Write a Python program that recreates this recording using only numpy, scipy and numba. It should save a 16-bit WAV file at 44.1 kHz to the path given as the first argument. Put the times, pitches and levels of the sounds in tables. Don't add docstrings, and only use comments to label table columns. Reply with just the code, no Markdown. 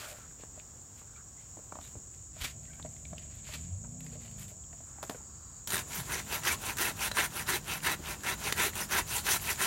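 import sys
import numpy as np
from scipy import signal
from scipy.fft import rfft, irfft
from scipy.io import wavfile
from scipy.ndimage import uniform_filter1d
from numba import njit

SR = 44100
rng = np.random.default_rng(int(sys.argv[2]) if len(sys.argv) > 2 else 0)


def master_out(mix):
    frames = np.transpose(np.atleast_2d(mix))
    ceiling = np.clip(frames, -1, 1)
    pcm = np.round(ceiling * 32767).astype(np.int16)
    wavfile.write(sys.argv[1], SR, pcm)


def rack_gain(trim_db):
    fader = np.asarray(trim_db, float)
    return 10 ** (fader / 20)


N = 426006
SHORE_FROM_S = 5.672

# teeth bite at t/s, held/s, cutting level/dB, change while held/dB, fine tearing/dB
PULLS = [(5.736, 0.069, -34.5, -7.5, -1.5), (6.122, 0.078, -37, -4, -4), (6.473, 0.065, -31, -4.5, -2),
         (6.806, 0.086, -33.5, -2.5, -2.5), (7.19, 0.069, -29.5, -8, -2), (7.488, 0.078, -33.5, -2.6, -2.5),
         (7.866, 0.072, -30.5, -4, -5), (8.272, 0.063, -33, -4, -5.5), (8.6, 0.068, -30, -3, -4),
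         (8.925, 0.072, -32, -0.1, -6), (9.283, 0.069, -32, -1, 0), (9.616, 0.057, -31.5, -1, -2.5)]
PUSHES = [(5.64, 0.018, -40, -1.5, 7), (5.934, 0.053, -41.5, -0.5, -2.5), (6.328, 0.036, -35, -0.5, -5),
          (6.654, 0.048, -37.5, 0.9, -5.5), (7.02, 0.037, -34.5, 2, -5), (7.37, 0.03, -38, 1, -7),
          (7.714, 0.054, -34, -7, -6), (8.08, 0.054, -38, -3, -6.5), (8.435, 0.047, -39.5, 6.5, -5.5),
          (8.78, 0.041, -38.5, 2, -3.5), (9.12, 0.052, -38, 1, 1), (9.46, 0.05, -39, 5, -0.5)]
# press-in/s, lift-off/s
PULL_EASE = [(0.079, 0.041), (0.096, 0.04), (0.077, 0.036), (0.07, 0.055), (0.065, 0.032), (0.04, 0.038),
             (0.064, 0.028), (0.069, 0.034), (0.073, 0.055), (0.057, 0.046), (0.063, 0.052), (0.062, .03)]
PUSH_EASE = [(.09, 0.055), (.09, 0.1), (.09, 0.067), (.09, 0.069), (.09, 0.063), (.09, 0.071), (.09, 0.057),
             (.09, 0.052), (.1, .08), (.09, 0.061), (.09, 0.076), (.09, 0.059)]
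# t/s, extra level/dB
CATCHES = [(5.673, 13), (5.703, 16), (5.901, 4), (5.93, 6), (6.095, 4), (6.119, 7), (6.434, 11), (6.449, 6),
           (6.471, 5), (6.77, 14), (6.783, 8), (6.991, 5), (7.169, 6), (7.184, 6), (7.193, 0), (7.832, 4),
           (7.854, -7), (7.866, 2), (7.475, 0), (7.485, 1), (8.234, 9), (8.251, -8), (8.272, -3),
           (8.573, 7), (8.597, 2), (8.753, 12), (8.909, 4), (8.92, 4), (9.104, 3), (9.128, -2), (9.181, 6),
           (9.265, 6), (9.288, 3), (9.314, 4), (9.471, 4), (9.602, 1), (9.613, 4)]
# f/Hz, level per Hz/dB
RASP_COLOUR = [(120, -25), (200, 0.5), (281, -12.5), (379, -2), (497, -8), (620, -4.5), (820, -1.5),
               (1030, 2), (1150, -5.5), (1450, 0.5), (1920, -2.5), (4920, -18), (6000, -10), (7800, -22),
               (13200, -120)]
# f/Hz, level per Hz/dB
TEAR_COLOUR = [(2650, -6), (4500, -4), (4920, -7), (5960, -1.5), (7690, -4.5), (9210, 0), (10400, -3),
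               (11700, -0.5), (15100, -7), (16000, 5)]
# f/Hz, width/Hz, level/dB
LOG_MODES = [(1050, 30, -16), (1383, 110, -11.5), (2600, 170, -7), (3620, 310, -13.5)]
# t/s, length/s, f/Hz,
# width/Hz, level/dB
SAW_RINGS = [(5.755, 0.021, 3730, 200, -44), (6.13, 0.03, 1970, 200, -40.5),
             (6.495, 0.027, 2310, 150, -38), (6.52, 0.044, 1070, 90, -46), (6.52, 0.042, 3380, 120, -54),
             (6.675, .04, 1050, 90, -53), (6.81, 0.028, 1980, 200, -42), (6.845, .035, 2650, 150, -40),
             (7.1138, .007, 4080, 350, -35), (7.167, 0.015, 1050, 300, -34),
             (7.18, 0.022, 1640, 300, -33), (7.485, 0.026, 980, 120, -41.5),
             (7.53, 0.035, 3930, 150, -43), (7.99, 0.02, 300, 250, -45), (7.905, 0.038, 3950, 120, -44),
             (8.31, .04, 3930, 120, -47), (8.575, 0.056, 1720, 199, -38), (8.8, 0.025, 5960, 500, -40),
             (8.828, 0.014, 5180, 200, -42), (8.915, 0.023, 1510, 200, -36.5),
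             (9.15, 0.044, 865, 121, -45), (9.285, 0.017, 826, 120, -39), (9.305, 0.022, 1950, 200, -41),
             (9.33, 0.025, 1020, 120, -39), (9.35, .02, 1350, 150, -40), (7.53, 0.033, 360, 100, -42),
             (8.45, 0.023, 387, 120, -45), (8.655, 0.031, 377, 120, -41.5)]
# t/s, peak level/dB, f/Hz, t60/s, crack level/dB
KNOCKS = [
    (5.027, -36, 583, 0.029, 8),
    (5.036, -42, 344, 0.053, 10),
    (5.095, -32.5, 450, 0.037, 8),
    (5.107, -43, 604, 0.069, 6),
    (5.673, -60, 386, 0.011, 12),
    (7.1135, -31.5, 790, 0.011, 11),
    (8.523, -30.5, 330, 0.03, 19),
]

# loudest at t/s, level/dB, top above it/dB, swell/s, fade/s (both over 30 dB)
SCUFFS = [(0, -48, -10.5, .01, 0.38), (.1, -53, -5.5, 0.33, 0.21), (.2, -62, -7, .3, .09),
          (.41, -57, -19, 0.047, 0.071), (.594, -62.5, -22, 0.12, 0.13), (.988, -62, -7, .1, 0.14),
          (1.172, -69, -22, .11, .08), (1.42, -65, -14, 0.1, 0.18), (1.85, -59, -6.5, 0.15, 0.19),
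          (2.13, -66, -7, .04, 0.24), (2.441, -35, -11.5, 0.086, 0.095), (2.6, -69, -6, 0.25, 4.1),
          (3.19, -59, -15, 0.096, 0.51), (3.232, -62, -12, .04, 0.09), (3.31, -57.5, -14, 0.089, .2),
          (3.355, -57.5, -14, 0.16, 0.31), (3.475, -50.5, -14, 0.094, 0.36), (3.545, -44, -12, 0.098, 0.11),
          (3.615, -60, -8, .08, .08), (4.06, -59.5, -7, 0.12, 0.17), (4.13, -61.5, -11, 0.11, 0.14),
          (4.225, -58, -12, 0.075, .2), (4.26, -58, -9, .1, 0.14), (4.33, -61.5, -12, .1, 0.11),
          (4.392, -58.5, -3, 0.053, 0.14), (4.425, -56, -5, 0.11, 0.15), (4.486, -60.5, -4, .05, 0.16),
          (4.78, -70, -6, .4, .4), (5.026, -60, 0, 0.015, .2), (5.118, -60, -2, 0.23, 0.15)]
# t/s, peak level/dB, f/Hz, t60/s
TWIGS = [(0.184, -43, 302, 0.011), (0.395, -53, 350, 0.033), (0.434, -41, 493, 0.011),
         (1.013, -53.5, 785, 0.058), (1.569, -47.5, 480, 0.029), (1.588, -49, 444, 0.034),
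         (1.721, -33.5, 540, 0.013), (1.753, -35.5, 563, 0.017), (1.767, -46, 480, 0.019),
         (1.786, -39.5, 545, 0.016), (1.811, -52, 500, .012), (1.952, -47, 333, 0.1),
         (2.795, -44.5, 880, 0.036), (3.842, -51.5, 920, 0.056)]
HOLLOW_WOOD = [(0.574, -45, 604, 0.033), (2.363, -46.5, 634, 0.05), (2.847, -34.5, 626, 0.044),
               (3.129, -33.5, 650, 0.023), (3.16, -55, 697, 0.051), (3.488, -47.5, 624, 0.042),
               (3.55, -50, 505, .04), (3.835, -52, 583, .04), (4.124, -49, 467, 0.057),
               (4.152, -47, 593, 0.051), (4.152, -47, 313, .05), (4.515, -50, 590, 0.036),
               (4.73, -50, 696, 0.062), (4.803, -46.5, 663, 0.043), (4.983, -44.5, 790, 0.022),
               (5.146, -40, 488, 0.042), (5.153, -46, 418, .04), (5.203, -50, 860, 0.05)]
STALKS = [(0.309, -57, 1550, 0.023), (0.4356, -47, 1720, 0.011), (0.5975, -47, 2390, 0.0096),
          (1.8118, -48, 3620, 0.017), (2.1394, -61, 2500, 0.02), (2.6526, -52, 2000, 0.014),
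          (2.7327, -50, 2250, 0.022), (2.826, -43, 3540, 0.0039), (2.8604, -48, 2150, 0.011),
          (2.9634, -51.5, 2050, 0.017), (3.052, -45.5, 2310, 0.014), (3.181, -36.5, 2740, 0.0066),
          (3.231, -59, 2300, 0.011), (3.469, -53, 2480, .012), (3.537, -44, 4040, 0.018),
          (4.0053, -46, 2570, 0.01), (4.064, -43.5, 2520, 0.014), (4.132, -53, 2500, .012),
          (4.218, -59, 1926, 0.013), (4.25, -53, 2814, .012), (4.3117, -55, 2540, .012),
          (4.384, -54, 3210, .012), (5.145, -50, 1449, 0.054), (4.2787, -52, 2930, 0.021),
          (4.4796, -51, 3500, 0.016), (4.6369, -58, 3214, 0.031), (4.7282, -49, 1820, 0.013),
          (7.8037, -42, 2830, 0.011), (9.397, -41, 2200, .012), (8.205, -48, 1690, 0.02),
          (8.7333, -42, 1950, 0.015)]
LEAF_EDGES = [(3.354, -58, 12000, .01), (3.474, -62, 10900, 0.009), (3.615, -62, 11000, 0.0099),
              (4.005, -53, 11800, .012), (4.048, -58, 11100, 0.012), (4.138, -60, 12070, 0.0088),
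              (4.219, -59, 11500, 0.0097), (4.3117, -57, 10400, .01), (4.395, -57, 12500, .02),
              (4.42, -59, 11500, .015), (4.48, -55, 10990, .015)]
# t/s,
# length/s, f/Hz, width/Hz, level/dB
BRIEF_RUBS = [(0, .09, 1400, 500, -53), (.05, .25, 1400, 700, -62), (0, .18, 630, 250, -55),
              (1.82, .06, 3750, 600, -62), (1.06, .095, 1400, 500, -67), (1.153, .073, 1370, 500, -62),
              (1.153, .031, 2350, 250, -65), (1.365, .075, 2100, 250, -70), (2.44, .03, 2400, 600, -44),
              (2.672, .044, 1580, 150, -64), (2.672, .045, 1900, 200, -65), (2.7, .07, 2280, 200, -66),
              (2.735, .07, 1550, 130, -69), (4, .4, 4500, 450, -74), (4.8, .5, 1140, 900, -64.5),
              (5.22, .45, 1200, 600, -68), (5.17, .5, 4650, 400, -73), (5.2, .47, 3950, 250, -80),
              (5.715, .09, 175, 70, -47), (5.98, .05, 130, 70, -45), (8.982, .022, 990, 170, -38)]
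# t/s, peak level/dB, f/Hz
HEELS = [(0.56, -49, 60.5), (1.56, -53, 306), (1.95, -36.5, 103), (1.96, -51.5, 270), (2.069, -46, 107),
         (2.395, -33.5, 49), (2.429, -43.5, 128), (2.839, -49, 157.6), (3.107, -41, 181),
         (3.479, -41, 65.6), (5.197, -48, 82), (5.449, -46, 72.7), (5.718, -46, 93.5), (5.969, -37.5, 176),
         (7.981, -48, 173), (8.999, -39.5, 76), (9.122, -43, 121)]

# t/s, firing rate f/Hz, firing tone level/dB, octave level/dB
BIKE = [(2.451, 64.7, -44, -59), (2.6, 75.7, -65, -57.5), (2.83, 76.94, -62.5, -55),
        (3.149, 74.65, -53, -54), (3.48, 69.05, -58, -61.5), (3.58, 76.7, -45, -46), (3.69, 89, -50, -45),
        (3.73, 88, -35, -58), (3.83, 112, -53, -53.5), (4.03, 129.8, -56, -53), (4.2, 116.9, -58, -57),
        (4.42, 101.5, -56, -54.5), (4.55, 90.3, -55, -64), (4.85, 66.3, -66, -63)]
# multiple of the firing rate, level re octave/dB
UNEVEN_TONES = [(0.751, -11), (1.25, -2), (1.5, -1.5), (3, -6)]
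# f/Hz, level per Hz/dB
RUMBLE_COLOUR = [(25, -60), (40, -1), (60, 0), (100, 0.5), (160, -6.5), (250, -16), (400, -24.5),
                 (800, -32)]
STILL_COLOUR = [(200, 4.5), (500, -1.5), (1100, -2.5), (1700, -8), (2200, -13), (4000, -14), (9300, -10.5),
                (10300, -25), (11300, -18.5), (16000, -14.5)]
INSECT_COLOUR = [(5600, -92), (6300, -13), (6800, -0.5), (7300, -1.5), (7800, -4), (8400, -15),
                 (9300, -34.5)]
# f/Hz, level/dB
HUM = [(81, -68), (156, -54), (205, -58)]


def unit(x):
    return x / np.sqrt(np.mean(x ** 2))


def shaped(x, points):
    hz, db = np.transpose(points)
    f = np.maximum(np.arange(N // 2 + 1) * SR / N, 1)
    gain_db = np.interp(np.log(f), np.log(hz), db, left=-90, right=-90)
    return unit(irfft(rfft(x) * rack_gain(gain_db), N))


def track(table):
    s, *columns = np.transpose(table)
    return [np.interp(np.arange(N) / SR, s, c) for c in columns]


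def slowly(shape):
    ms = np.arange(0, N / SR + .002, .001)
    return [np.interp(np.arange(N) / SR, ms, row) for row in shape(ms)]


@njit
def svf(x, hz, width):
    y, b, l, g, k = np.empty(len(x)), 0., 0., 0., 0.
    for i in range(len(x)):
        if i == 0 or hz[i] != hz[i - 1]:
            g, k = np.tan(np.pi * hz[i] / SR), width / hz[i]
        v = (b + g * (x[i] - l)) / (1 + g * (g + k))
        b, l, y[i] = 2 * v - b, l + 2 * g * v, k * v
    return y


def mode(x, hz, width):
    return svf(x, np.full(len(x), float(hz)), float(width))


def double_mode(x, hz, width):
    return unit(mode(mode(x, hz, width), hz, width))


def walk(rate):
    hold, n = max(int(SR / 8 / rate), 10), N // 8 + 1
    levels = rng.standard_normal(N // 64)[:n // hold + 1]
    held = np.repeat(levels, hold)[:n]
    slewed = uniform_filter1d(uniform_filter1d(held, hold), hold)
    return np.repeat(1.287 * slewed, 8)[:N]


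def grains(per_s, spread_db):
    present, sign, size = rng.random((3, N))
    return (present < per_s / SR) * np.sign(sign - .5) * rack_gain(-spread_db * np.log(1.001 - size))


def saw():
    cut_db, bites_db, slack_db, tear_db, thump_db, blade_hz = strokes()
    judder_db = 0.59 * walk(70) + 0.56 * walk(260)
    teeth = unit(grains(7000, 2.67)) * rack_gain(judder_db)
    rasp = shaped(teeth, RASP_COLOUR)
    patches = sum(rack_gain(4.0 * walk(70)) * mode(rasp, hz, .3 * hz) for hz in 500 * 1.35 ** np.arange(9))
    drive = rack_gain(0.67 * (cut_db + 21.0))
    body = rack_gain(-6.5 - 0.76 * bites_db) * rasp + rack_gain(-11.0) * unit(patches)
    body += drive * (rack_gain(2.5) * blade(teeth, blade_hz) + log_ring(teeth))
    thump_level_db = thump_db - 1.0 - .8 * bites_db + 0.95 * walk(30)
    body += rack_gain(thump_level_db) * unit(mode(teeth, 360, 96))
    pressing_in = uniform_filter1d(1. 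* (np.gradient(slack_db) > 0), size=400)
    tear_db -= 0.019 * np.clip(slack_db, -20, 0) * pressing_in
    fine_db = tear_db + 2.5 - 0.011 * np.maximum(slack_db, -18)
    cutting = rack_gain(cut_db) * (body + rack_gain(fine_db) * tearing(judder_db))
    return (np.arange(N) / SR > SHORE_FROM_S) * (trickle() + cutting) + scrapes(SAW_RINGS)


def strokes():
    rows = []
    # log thump/dB, free blade ring at start and end f/Hz
    for table, thump_db, start_hz, end_hz in ((PULLS, -46, 1690, 2120), (PUSHES, -57, 2800, 1900)):
        for s, held, db, change, tear_db in table:
            top = db + max(change, 0)
            rows.append((s - .02, top, tear_db, thump_db - top, start_hz))
            rows.append((s + held + .02, top, tear_db, thump_db - top, end_hz))
    top_db, *colour = track(sorted(rows))
    cut_db, bites_db = slowly(pressing)
    return cut_db + bites_db, bites_db, cut_db - top_db, *colour


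def pressing(t):
    pressure = np.full(len(t), .01)
    for table, ease in ((PULLS, PULL_EASE), (PUSHES, PUSH_EASE)):
        for (s, held, db, change, _), (press, lift) in zip(table, ease):
            times = [s - press, s, s + held, s + held + lift]
            force = [0, rack_gain(db / 2), rack_gain((db + change) / 2), 0]
            pressure = np.maximum(pressure, np.interp(t, times, force))
    skips = [(5.7205 + k * .01165, 8.5) for k in range(7)]
    bites_db = np.zeros(len(t))
    for s, db in CATCHES + skips:
        away = np.abs(t - s)
        bites_db += db * np.where(t > s, np.exp(-away / 0.0032), -.8 * np.exp(-away / 0.0048))
    pressure = uniform_filter1d(pressure, size=15)
    return 40 * np.log10(pressure), bites_db


def blade(teeth, blade_hz):
    free_hz = blade_hz * (1.03 + 0.075 * walk(60))
    ring = unit(svf(svf(teeth * rack_gain(2.5 * walk(140)), free_hz, 970.0), free_hz, 2250.0))
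    second_hz = blade_hz * (1.67 + 0.066 * walk(30))
    ring += rack_gain(-17.0) * unit(svf(teeth * rack_gain(0.71 * walk(110)), second_hz, 360.0))
    third_hz = blade_hz ** 2 / 1130
    ring += rack_gain(-17) * unit(svf(teeth * rack_gain(6.0 * walk(50)), third_hz, 500.))
    return ring


def log_ring(teeth):
    out = np.zeros(N)
    for hz, width, db in LOG_MODES:
        ring = svf(teeth, hz * (1 + 0.031 * walk(20)), float(width))
        out += rack_gain(db + 0.75 * walk(40)) * unit(mode(ring, hz, .5 * hz))
    return out


def tearing(judder_db):
    dust = shaped(unit(grains(16000, 3.15)) * rack_gain(0.64 * judder_db + 1.6 * walk(73)), TEAR_COLOUR)
    patches = sum(rack_gain(4.5 * walk(60)) * mode(dust, hz, .16 * hz) for hz in 3300 * 1.22 ** np.arange(8))
    return unit(.6 * dust + patches)


def trickle():
    heap_db = np.interp(np.arange(N) / SR, [SHORE_FROM_S, 8.9, 9.3], [-60, -60, -53]) + 2.8 * walk(24)
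    colour = [(1200, -26), (2500, -6), (4500, -8), (7000, -9), (9000, -11), (13000, -12), (16000, -18)]
    return rack_gain(heap_db) * shaped(grains(3000, 3.8), colour)


def scrapes(table):
    out = np.zeros(N)
    settle = 2048
    for (s, length, hz, width, db), noise in zip(table, rng.standard_normal((30, SR // 2 + settle))):
        n, i = int(length * SR), int(s * SR)
        rub = double_mode(noise[:n + settle].copy(), hz, 0.93 * width)[-n:]
        out[i:i + n] += rack_gain(db) * rub * signal.windows.tukey(n, .4)
    return out


def snaps(events, glide_hz, rough_share, swell_s, crack_db=-60):
    size = 8192
    out, t = np.zeros(N + size), np.arange(size) / SR
    swell = np.minimum(t / swell_s, 1) ** 2
    for (s, db, hz, t60, *own_crack_db), noise in zip(events, rng.standard_normal((len(events), size))):
        decay = np.exp(-np.log(1000) * np.maximum(t - swell_s, 0) / max(t60, .005)) * swell
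        falling_hz = hz + glide_hz * np.exp(-(t / 0.0031) ** 2)
        ring = np.sin(2 * np.pi * np.cumsum(falling_hz) / SR)
        rough = double_mode(noise, hz, 1.4 * hz)
        crack = mode(noise[::-1].copy(), 2600, 5600) * np.exp(-t / 0.0025) * swell
        ground = 0.45 * np.sin(2 * np.pi * min(0.416 * hz, 300) * t)
        crack_gain = rack_gain(max(crack_db, *own_crack_db, -60) + 3.5)
        i = int(s * SR)
        out[i:i + size] += rack_gain(db) * (decay * (ring + ground + rough_share * rough) + crack_gain * crack)
    return out[:N]


def boots():
    twigs = snaps(TWIGS, 1054, 0.71, 0.0027, crack_db=-19)
    hollow = snaps(HOLLOW_WOOD, 77, 0.35, 0.0027)
    stalks = snaps(STALKS, 97, 0.81, 0.0012, crack_db=-9.0)
    leaf_edges = snaps(LEAF_EDGES, 100, 1.61, .0005)
    return litter() + twigs + hollow + stalks + leaf_edges + scrapes(BRIEF_RUBS)


def litter():
    crush, fine = slowly(scuffing)
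    leaves = unit(grains(5000, 2.5)) * rack_gain(1.84 * walk(90) + 1.6 * walk(25.03))
    mid = shaped(leaves, [(200, -3), (450, -4.5), (1000, -3.0), (1600, 1.0), (2400, 4.0), (4500, 0.0),
                          (6500, -8.5), (9000, -33)])
    top = shaped(leaves, [(5000, -9), (8000, 4.5), (11000, 0.0), (15000, 0.5), (16500, -39)])
    return (np.arange(N) / SR < SHORE_FROM_S) * (crush * mid + rack_gain(6.0) * fine * top)


def scuffing(t):
    coarse_db, fine_db = [], []
    for s, db, top_db, swell, fade in SCUFFS:
        level_db = db - 30 * np.where(t < s, (s - t) / swell, (t - s) / fade)
        coarse_db.append(level_db)
        fine_db.append(level_db + top_db)
    return rack_gain(np.max(coarse_db, axis=0)), rack_gain(np.max(fine_db, axis=0))


def thuds():
    out, t = np.zeros(N), np.arange(4096) / SR - .02
    for s, db, hz in HEELS:
        i = int((s - .02) * SR)
        out[i:i + 4096] += rack_gain(db) * np.exp(-((t - .02) / 0.0099) ** 2) * np.sin(2 * np.pi * hz * t)
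    return out


def bike():
    hz, first_db, octave_db = track(BIKE)
    t = np.arange(N) / SR
    phase = 2 * np.pi * np.cumsum(hz * (1 + 0.012 * walk(24.98))) / SR
    tones = rack_gain(first_db) * np.sin(phase)
    tones += rack_gain(octave_db - 1.0 + 1.5 * walk(10)) * np.sin(2 * phase)
    for order, db in UNEVEN_TONES:
        silencer_db = -7.2 * ((order * hz - 181) / 52) ** 2
        tones += rack_gain(octave_db + db + 3.7 * walk(5.55) + silencer_db) * np.sin(order * phase)
    puffs = (1 + np.sin(phase)) ** 2 * rng.standard_normal(N)
    tones += rack_gain(-74.5 + 2.0 * walk(5.4)) * double_mode(puffs, 650, 170)
    revving = np.clip((hz - 70) / 30, 0, 1)
    lower_pipe = unit(mode(mode(puffs, 520, 280), 520, 270))
    tones += rack_gain(-70.0 + 2.0 * walk(7.9)) * revving * lower_pipe
    fade = np.clip(np.minimum(t - BIKE[0][0], BIKE[-1][0] - t) / 0.063, 0, 1)
    return np.sqrt(2) * tones * fade


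def air():
    t = np.arange(N) / SR
    thicket = t < SHORE_FROM_S
    road = np.exp(-((t - 3.54) / 1.86) ** 2)
    lull = np.exp(-(t - 7.65) ** 2)
    rumble_db = np.where(thicket, -56 + 5 * road, -48.5)
    insects_db = np.where(thicket, -52 + 2 * road, -48.5) - 6 * lull
    still_db = np.where(thicket, -61.5 - 5 * road, -53.5)
    rumble = rack_gain(rumble_db + 0.88 * walk(16.0)) * shaped(rng.standard_normal(N), RUMBLE_COLOUR)
    wings = rng.standard_normal(N) * rack_gain(1.0 * walk(200))
    insects = rack_gain(insects_db + .5 * walk(2.68)) * shaped(wings, INSECT_COLOUR)
    still = rack_gain(still_db + 1.1 * walk(3.72)) * shaped(rng.standard_normal(N), STILL_COLOUR)
    throb = 0.28 + np.exp(-((66 * t + .3 * walk(4)) % 1) / 0.53)
    cricket = rack_gain(-67.5 + 0.4 * walk(3.0)) * unit(mode(throb * rng.standard_normal(N), 5700, 440))
    hum = np.zeros(N)
    for hz, db in HUM:
        phase = 2 * np.pi * np.cumsum(hz * (1 + 0.0143 * walk(7))) / SR
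        hum += rack_gain(db + 2.9 * walk(5)) * np.sin(phase)
    return rumble + insects + still + cricket + hum * np.clip((t - SHORE_FROM_S) / .5, 0, 1)


def scene():
    near = saw() + boots() + snaps(KNOCKS, 1500, 0.91, 0.0023)
    t = np.arange(4000) / SR
    rocks = rng.standard_normal(4000) * np.exp(-np.log(1000) * t / 0.13) * (t > .003)
    reflections = rack_gain(-36.0) * signal.fftconvolve(near, rocks)[:N]
    return (near + reflections + thuds() + bike() + air())[None]


def low_pass(x):
    return signal.sosfilt(signal.butter(12, 16520, fs=SR, output="sos"), x)


def record(dry):
    rounded = np.tanh(4 * dry) / 4
    low_cut = signal.butter(4, 36, "high", fs=SR, output="sos")
    top_cut = signal.ellip(10, .3, 70, 15830, fs=SR, output="sos")
    mix = signal.sosfilt(np.vstack([low_cut, top_cut]), rounded)
    return low_pass(mix)


dry = scene()
out = record(dry)
master_out(out)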